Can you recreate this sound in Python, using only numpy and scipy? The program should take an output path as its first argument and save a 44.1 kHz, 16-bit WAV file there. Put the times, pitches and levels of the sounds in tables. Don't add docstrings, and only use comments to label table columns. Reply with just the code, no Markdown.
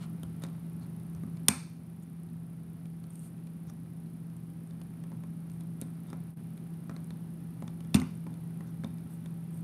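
import sys
import numpy as np
from scipy import signal
from scipy.fft import rfft, irfft, next_fast_len
from scipy.io import wavfile
from scipy.ndimage import uniform_filter1d

SR = 44100
rng = np.random.default_rng(int(sys.argv[2]) if len(sys.argv) > 2 else 0)


def put_to_file(sound):
    columns = np.atleast_2d(sound).T
    safe = np.clip(columns, -1, 1)
    whole_steps = np.round(safe * 32767)
    wavfile.write(sys.argv[1], SR, whole_steps.astype(np.int16))


N = 424683
TIME = np.arange(N) / SR

# freq_hz, rms_db
HUM_TONES = [(119.9, -54), (166.1, -42.5), (796.7, -77.5)]
# freq_hz, relative_density_db
AIR_SPECTRUM = [(25, -36.5), (45, -28), (62, -19.5), (82, -6), (102, -7), (150, 2), (210, -.5), (280, -7.5),
                (370, -14.5), (470, -23), (1100, -31), (2200, -37), (5000, -46), (15000, -62.5)]
# freq_hz, relative_density_db
HISS_SPECTRUM = [(1500, -20.5), (4000, -11.5), (7800, -19.5), (8400, -2), (11000, 2.5), (12500, -5.5),
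                 (14200, -8.5), (15600, -4.5)]
# freq_hz, width_hz, boost_db
BONE_MODES = [(685, 130, 4), (1063, 270, 7.5), (1335, 40, 4.5), (2340, 110, 5), (3570, 230, 5.5),
              (4250, 300, 2), (6420, 160, 1), (8436, 230, 4), (8950, 450, 7.5), (9680, 300, 6.5)]
# low_hz, high_hz
CONTACT_BANDS = [(450, 2000), (2000, 7500), (7900, 13000)]
# start_s, length_s, relative_db, pitch_hz
TOOTH_SCRAPES = [(0, 0.06, -56, 2970), (.414, 0.049, -57.5, 3700), (.807, 0.046, -63.5, 4300),
                 (3.668, 0.041, -63, 5600), (5.802, .035, -59, 3760), (6.063, 0.062, -64.5, 3620),
                 (7.949, 0.026, -41, 2670), (8.663, .04, -67.5, 6000)]
# start_s, length_s, relative_db, pitch_hz
WET_LICKS = [(2.02, 0.021, -59.5, 6970), (3.099, 0.21, -59.5, 2790), (3.21, 0.083, -57, 4500),
             (5.52, .06, -65.5, 13900), (9.095, 0.073, -61, 13500), (9.507, .11, -61.5, 13500)]
# time_s, gain_db
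JAW_EFFORT = [(0, -1), (1.5, -1), (1.9, -4), (2.7, -1), (4.3, -6.5), (4.8, -2), (6.3, -1.5), (7.3, -4.5),
              (9.63, -3)]
# start_s, relative_db, pitch_hz, splinter_offset_db
RIM_CLICKS = [(0.2327, -52, 3130, 1), (0.421, -60.5, 3620, 7), (.4365, -46, 3630, -4),
              (0.4656, -61, 4610, -14), (1.1487, -63, 5560, 1), (1.371, -61, 4320, -8.5),
              (2.856, -60.5, 3230, 0), (3.0398, -60, 3210, -5), (3.4714, -61, 3620, -5),
              (3.698, -57, 5733, 0), (4.7084, -61, 4690, -8), (4.8151, -57, 2930, 0),
              (5.038, -59, 3300, -3), (5.6079, -60.5, 3790, 4), (5.8198, -55.5, 3790, -10),
              (6.1015, -59.5, 4940, 3), (6.5764, -61.5, 3700, 1), (6.964, -52.5, 3890, -11),
              (7.1057, -53.5, 3595, -8), (7.6785, -52, 3620, -20), (7.806, -58, 3000, -5),
              (8.3398, -61.5, 4520, -1.5), (8.8443, -47, 3600, -25.5), (9.259, -56, 3620, -3)]
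# start_s, relative_db, pitch_hz
SHAFT_KNOCKS = [(0.4492, -52, 716), (1.2346, -54.5, 1207), (5.1174, -54, 880), (5.127, -62, 930),
                (5.2357, -52.5, 564), (6.1297, -44.5, 754), (6.8952, -45, 607), (6.9112, -54, 690),
                (7.6224, -47.5, 855), (8.2661, -50, 870), (8.6066, -53, 1900), (8.8367, -48.5, 884)]
# start_s, crumble_s, pitch_hz, knock_db, snap_db, splinter_db
BONE_CRACKS = [(1.484, 0.00071, 8730, -34.5, -18, -12), (1.486, 0.001, 2430, -26.5, -20.5, -24),
               (1.4877, 0.001, 990, -33, -43, -27.5), (7.944, 0.003, 2720, -34, -27, -32.5),
               (7.9492, 0.0017, 2490, -41, -54, -33.5), (7.9567, 0.0022, 5900, -39.5, -39, -39),
               (7.9999, 0.0011, 3650, -49, -46, -51), (8.0168, .0014, 2090, -42, -53, -48.5)]
# start_s, relative_db
WET_SMACKS = [(2.2335, -60), (3.1049, -51), (3.1557, -49), (3.193, -49.5), (4.3658, -58), (4.6731, -58),
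              (5.5166, -56), (5.814, -37.5), (7.0438, -54.5), (8.1529, -55.5)]
# start_s, impulse_db, push_s
BONE_SHOVES = [(.245, -14, .014), (1.156, -19, 0.0098), (1.234, -29.5, 0.0035), (1.251, -23, 0.011),
               (1.4874, -16.5, 0.0032), (5.819, -33, .0011), (7.9475, -6, 0.004), (7.965, -21, 0.00308),
               (7.993, -30.5, 0.0023), (8.019, -28, 0.0027), (8.845, -28.5, 0.0027), (9.271, -29.5, 0.0072)]
# freq_hz, gain_db, t60_s
FLOOR_RESONANCES = [(87, -18.5, 0.25), (150.7, -9.5, 0.11), (207.7, -1, 0.1), (251, -12.5, 0.25),
                    (347, -10.5, .05), (532, -13.5, 0.04)]
# freq_hz, gain_db, t60_s
ROOM_TAIL = [(100, -11, .3), (300, -9, 0.32), (1100, -2.5, 0.37), (2500, -13, 0.47), (4960, -13, 0.53),
             (7000, -15.5, .42), (9500, -16.5, 0.29), (15000, -19, 0.33)]
# time_s, gain_db
LEVEL_DIP = [(6.3, 1), (6.33, -4), (6.358, -13.5), (6.37, 1)]

# knock_db, snap_db, splinter_db
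SCRAPE_COLOUR_DB, LICK_COLOUR_DB = (1.5, 0, -8), (-12, -11, 0)
CLICK_COLOUR_DB, KNOCK_COLOUR_DB, SMACK_COLOUR_DB = (-1.5, -0.5, -0.5), (0, -11.5, -18), (-26, -14, -1.5)


def from_db(db):
    return 10 ** (np.asarray(db) / 20)


def unit_rms(x):
    return x / np.sqrt(np.mean(x ** 2) + 1e-20)


def at_time(rows, time_s=TIME):
    return np.interp(time_s, *np.transpose(rows))


def at_hz(rows, hz, column=1):
    rows = np.array(rows)
    return np.interp(np.log(hz + 1e-9), np.log(rows[:, 0]), rows[:, column])


def bandpass(x, low_hz, high_hz, order=2):
    return signal.sosfilt(signal.butter(order, [low_hz, high_hz], "band", fs=SR, output="sos"), x)


def resonance(x, hz, width_hz):
    radius = np.exp(-np.pi * width_hz / SR)
    feedback = [1, -2 * radius * np.cos(2 * np.pi * hz / SR), radius ** 2]
    return signal.lfilter(np.array([1, 0, -1]) * (1 - radius ** 2) / 2, feedback, x + 1e-18)


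def noise(spectrum):
    size = next_fast_len(N)
    gain = from_db(at_hz(spectrum, np.fft.rfftfreq(size, 1 / SR)))
    return unit_rms(irfft(rfft(rng.standard_normal(size)) * gain, size)[:N])


def drift(knots_per_s):
    knots = rng.standard_normal(int(N / SR * knots_per_s) + 2)
    return np.interp(TIME * knots_per_s, np.arange(len(knots)), knots)


def add(out, start_s, sound):
    start = max(0, round(start_s * SR))
    out[start:start + len(sound)] += sound[:max(0, N - start)]


def appliance(waver_db=1.0, wander_rad=0.2, air_db=-47):
    hum = np.zeros(N)
    for hz, rms_db in HUM_TONES:
        amplitude = np.sqrt(2) * from_db(rms_db + waver_db * drift(5.5))
        hum += amplitude * np.sin(2 * np.pi * hz * TIME + wander_rad * drift(3.4))
    return hum + from_db(air_db) * noise(AIR_SPECTRUM)


def electronics(hiss_db=-68.5, tick_db=-72, pairs_per_s=29.97, gap_s=0.0034, jitter_s=0.00053):
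    ticks = np.zeros(N)
    for pair_s in np.arange(0.031, N / SR, 1 / pairs_per_s):
        for lag_s, db in (0, 0), (gap_s, -3):
            start_s = pair_s + lag_s + jitter_s * rng.standard_normal()
            add(ticks, start_s, from_db([db + 2 * rng.standard_normal()]))
    ticks = unit_rms(bandpass(ticks + 1e-18, 10000, 12500))
    return from_db(hiss_db) * noise(HISS_SPECTRUM) + from_db(tick_db) * ticks


def micro_slips(size, slips_per_s, spread_db=0.0):
    strength = from_db(spread_db * np.minimum(rng.exponential(1, size), 4))
    polarity = rng.choice([-1, 1], size)
    return strength * polarity * (rng.random(size) < slips_per_s / SR)


def bone(force, vary_db=4.0):
    for hz, width_hz, boost_db in BONE_MODES:
        gain = from_db(boost_db + vary_db * rng.standard_normal())
        force = force + (gain - 1) * resonance(force, hz, width_hz)
    return force


def contact(force, pitch_hz, bands_db, window_s, pitch_gain=2.6, q=10.0):
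    ringing = bone(force + pitch_gain * resonance(force, pitch_hz, pitch_hz / q))
    out = np.zeros(len(force))
    for (low_hz, high_hz), db in zip(CONTACT_BANDS, bands_db):
        part = bandpass(ringing, low_hz, high_hz, order=3)
        out += part * from_db(db) * np.sqrt(window_s * SR / (np.sum(part ** 2) + 1e-20))
    return out


def scrapes_and_licks(trim_db=-6.5, slips_per_s=2500):
    out, t = np.zeros(N), TIME[:SR // 5]
    for slides, colour_db in (TOOTH_SCRAPES, SCRAPE_COLOUR_DB), (WET_LICKS, LICK_COLOUR_DB):
        for start_s, length_s, db, pitch_hz in slides:
            swell = np.sqrt(np.abs(np.sin(np.pi * np.minimum(t / length_s, 1))))
            force = swell * micro_slips(len(t), slips_per_s)
            add(out, start_s, contact(force, pitch_hz, np.add(db, colour_db), length_s))
    return from_db(trim_db) * out


def nibbling(base_db=-72, ticks_per_s=90):
    ticks = bandpass(bone(micro_slips(N, ticks_per_s, spread_db=2.0)), 450, 2200)
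    return from_db(base_db + at_time(JAW_EFFORT)) * unit_rms(ticks)


def light_clicks(base_db=-66, spread_db=5.5, pitch_hz=3800, spread_octaves=0.3, count=14):
    starts_s = (np.arange(count) + rng.random(count)) / count * N / SR
    level_draw, pitch_draw = rng.standard_normal((count, 2)).T
    levels_db = base_db + at_time(JAW_EFFORT, starts_s) + spread_db * np.clip(level_draw, -1, 1)
    pitches_hz = pitch_hz * 2 ** (spread_octaves * pitch_draw)
    return [(start_s, db, hz, -3) for start_s, db, hz in zip(starts_s, levels_db, pitches_hz)]


def sudden_contacts(click_s=0.0019, knock_s=0.0026, smack_s=0.0009, smack_hz=8630):
    clicks = [(start_s, click_s, hz, np.add([db, db, db + splinter_db], CLICK_COLOUR_DB))
              for start_s, db, hz, splinter_db in RIM_CLICKS + light_clicks()]
    knocks = [(start_s, knock_s, hz, np.add(db, KNOCK_COLOUR_DB)) for start_s, db, hz in SHAFT_KNOCKS]
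    cracks = [(start_s, crumble_s, hz, bands_db) for start_s, crumble_s, hz, *bands_db in BONE_CRACKS]
    smacks = [(start_s, smack_s, smack_hz, np.add(db, SMACK_COLOUR_DB)) for start_s, db in WET_SMACKS]
    return cracks + knocks + smacks + clicks


def bites(contacts, trim_db=-1.0, rise_s=0.00023, slip_force=1.56):
    out, t = np.zeros(N), TIME[:SR // 20]
    for start_s, crumble_s, pitch_hz, bands_db in contacts:
        decay_s = 0.93 * crumble_s
        force = rng.standard_normal(len(t)) * (1 - np.exp(-t / rise_s)) * np.exp(-t / decay_s)
        add(force, rise_s, [slip_force])
        add(out, start_s, contact(force, pitch_hz, bands_db, window_s=0.005))
    return from_db(trim_db) * out


def floor_thumps(jolt_db=10, jolt_s=0.0012):
    force, out = np.zeros(N), np.zeros(N)
    jolts = [(start_s, db + jolt_db, jolt_s) for start_s, db, *_ in SHAFT_KNOCKS + RIM_CLICKS]
    for start_s, db, push_s in BONE_SHOVES + jolts:
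        push = np.sin(np.pi * np.minimum(TIME[:SR // 50] / push_s, 1)) ** 2
        add(force, start_s, from_db(db) * push / push.sum())
    for hz, db, t60_s in FLOOR_RESONANCES:
        radius = from_db(-60 / (t60_s * SR))
        pole_real = radius * np.cos(2 * np.pi * hz / SR)
        out += from_db(db) * signal.lfilter([1, -pole_real], [1, -2 * pole_real, radius ** 2], force + 1e-18)
    return bandpass(out, 78, 700, order=4)


def room(x, wall_s=0.019, wall_db=-26, build_s=0.003):
    t, edges_hz = TIME[:SR * 2 // 3], np.geomspace(60, 16000, 13)
    response = np.zeros(len(t))
    onset = np.clip(t / build_s, 0, 1) ** 2
    for low_hz, high_hz in zip(edges_hz, edges_hz[1:]):
        hz = np.sqrt(low_hz * high_hz)
        fade = onset * from_db(-60 * t / at_hz(ROOM_TAIL, hz, column=2))
        reflections = bandpass(rng.standard_normal(len(t)), low_hz, high_hz)
        response += from_db(at_hz(ROOM_TAIL, hz)) * reflections * fade / np.sqrt(np.sum(fade ** 2))
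    response[round(wall_s * SR)] += from_db(wall_db)
    return signal.fftconvolve(x, response)[:N]


def gnawing(contacts):
    return bites(contacts) + scrapes_and_licks()


def gain_control(x, threshold_db=-9.5, slope=0.69, release_db_per_s=0.48):
    power = uniform_filter1d(x[0] ** 2, size=32)
    level_db = 10 * np.log10(np.maximum(power, 1e-12))
    cut_db = slope * np.maximum(level_db - threshold_db, 0)
    release_db = release_db_per_s * TIME
    held_db = np.maximum.accumulate(cut_db + release_db) - release_db
    return x * from_db(-held_db)


def scene(directions=3):
    background = appliance() + electronics()
    dull = nibbling() + floor_thumps()
    contacts = sudden_contacts()
    echo = sum(room(gnawing(contacts)) for _ in range(directions)) / np.sqrt(directions)
    dog = gnawing(contacts) + echo + dull + room(dull)
    return (dog + background)[None] * from_db(at_time(LEVEL_DIP))


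def record(dry, cutoff_hz=15500):
    clipped = np.clip(gain_control(dry), -1, 1)
    return signal.sosfilt(signal.ellip(10, 0.1, 80, cutoff_hz, fs=SR, output="sos"), clipped)


dry = scene()
out = record(dry)
put_to_file(out)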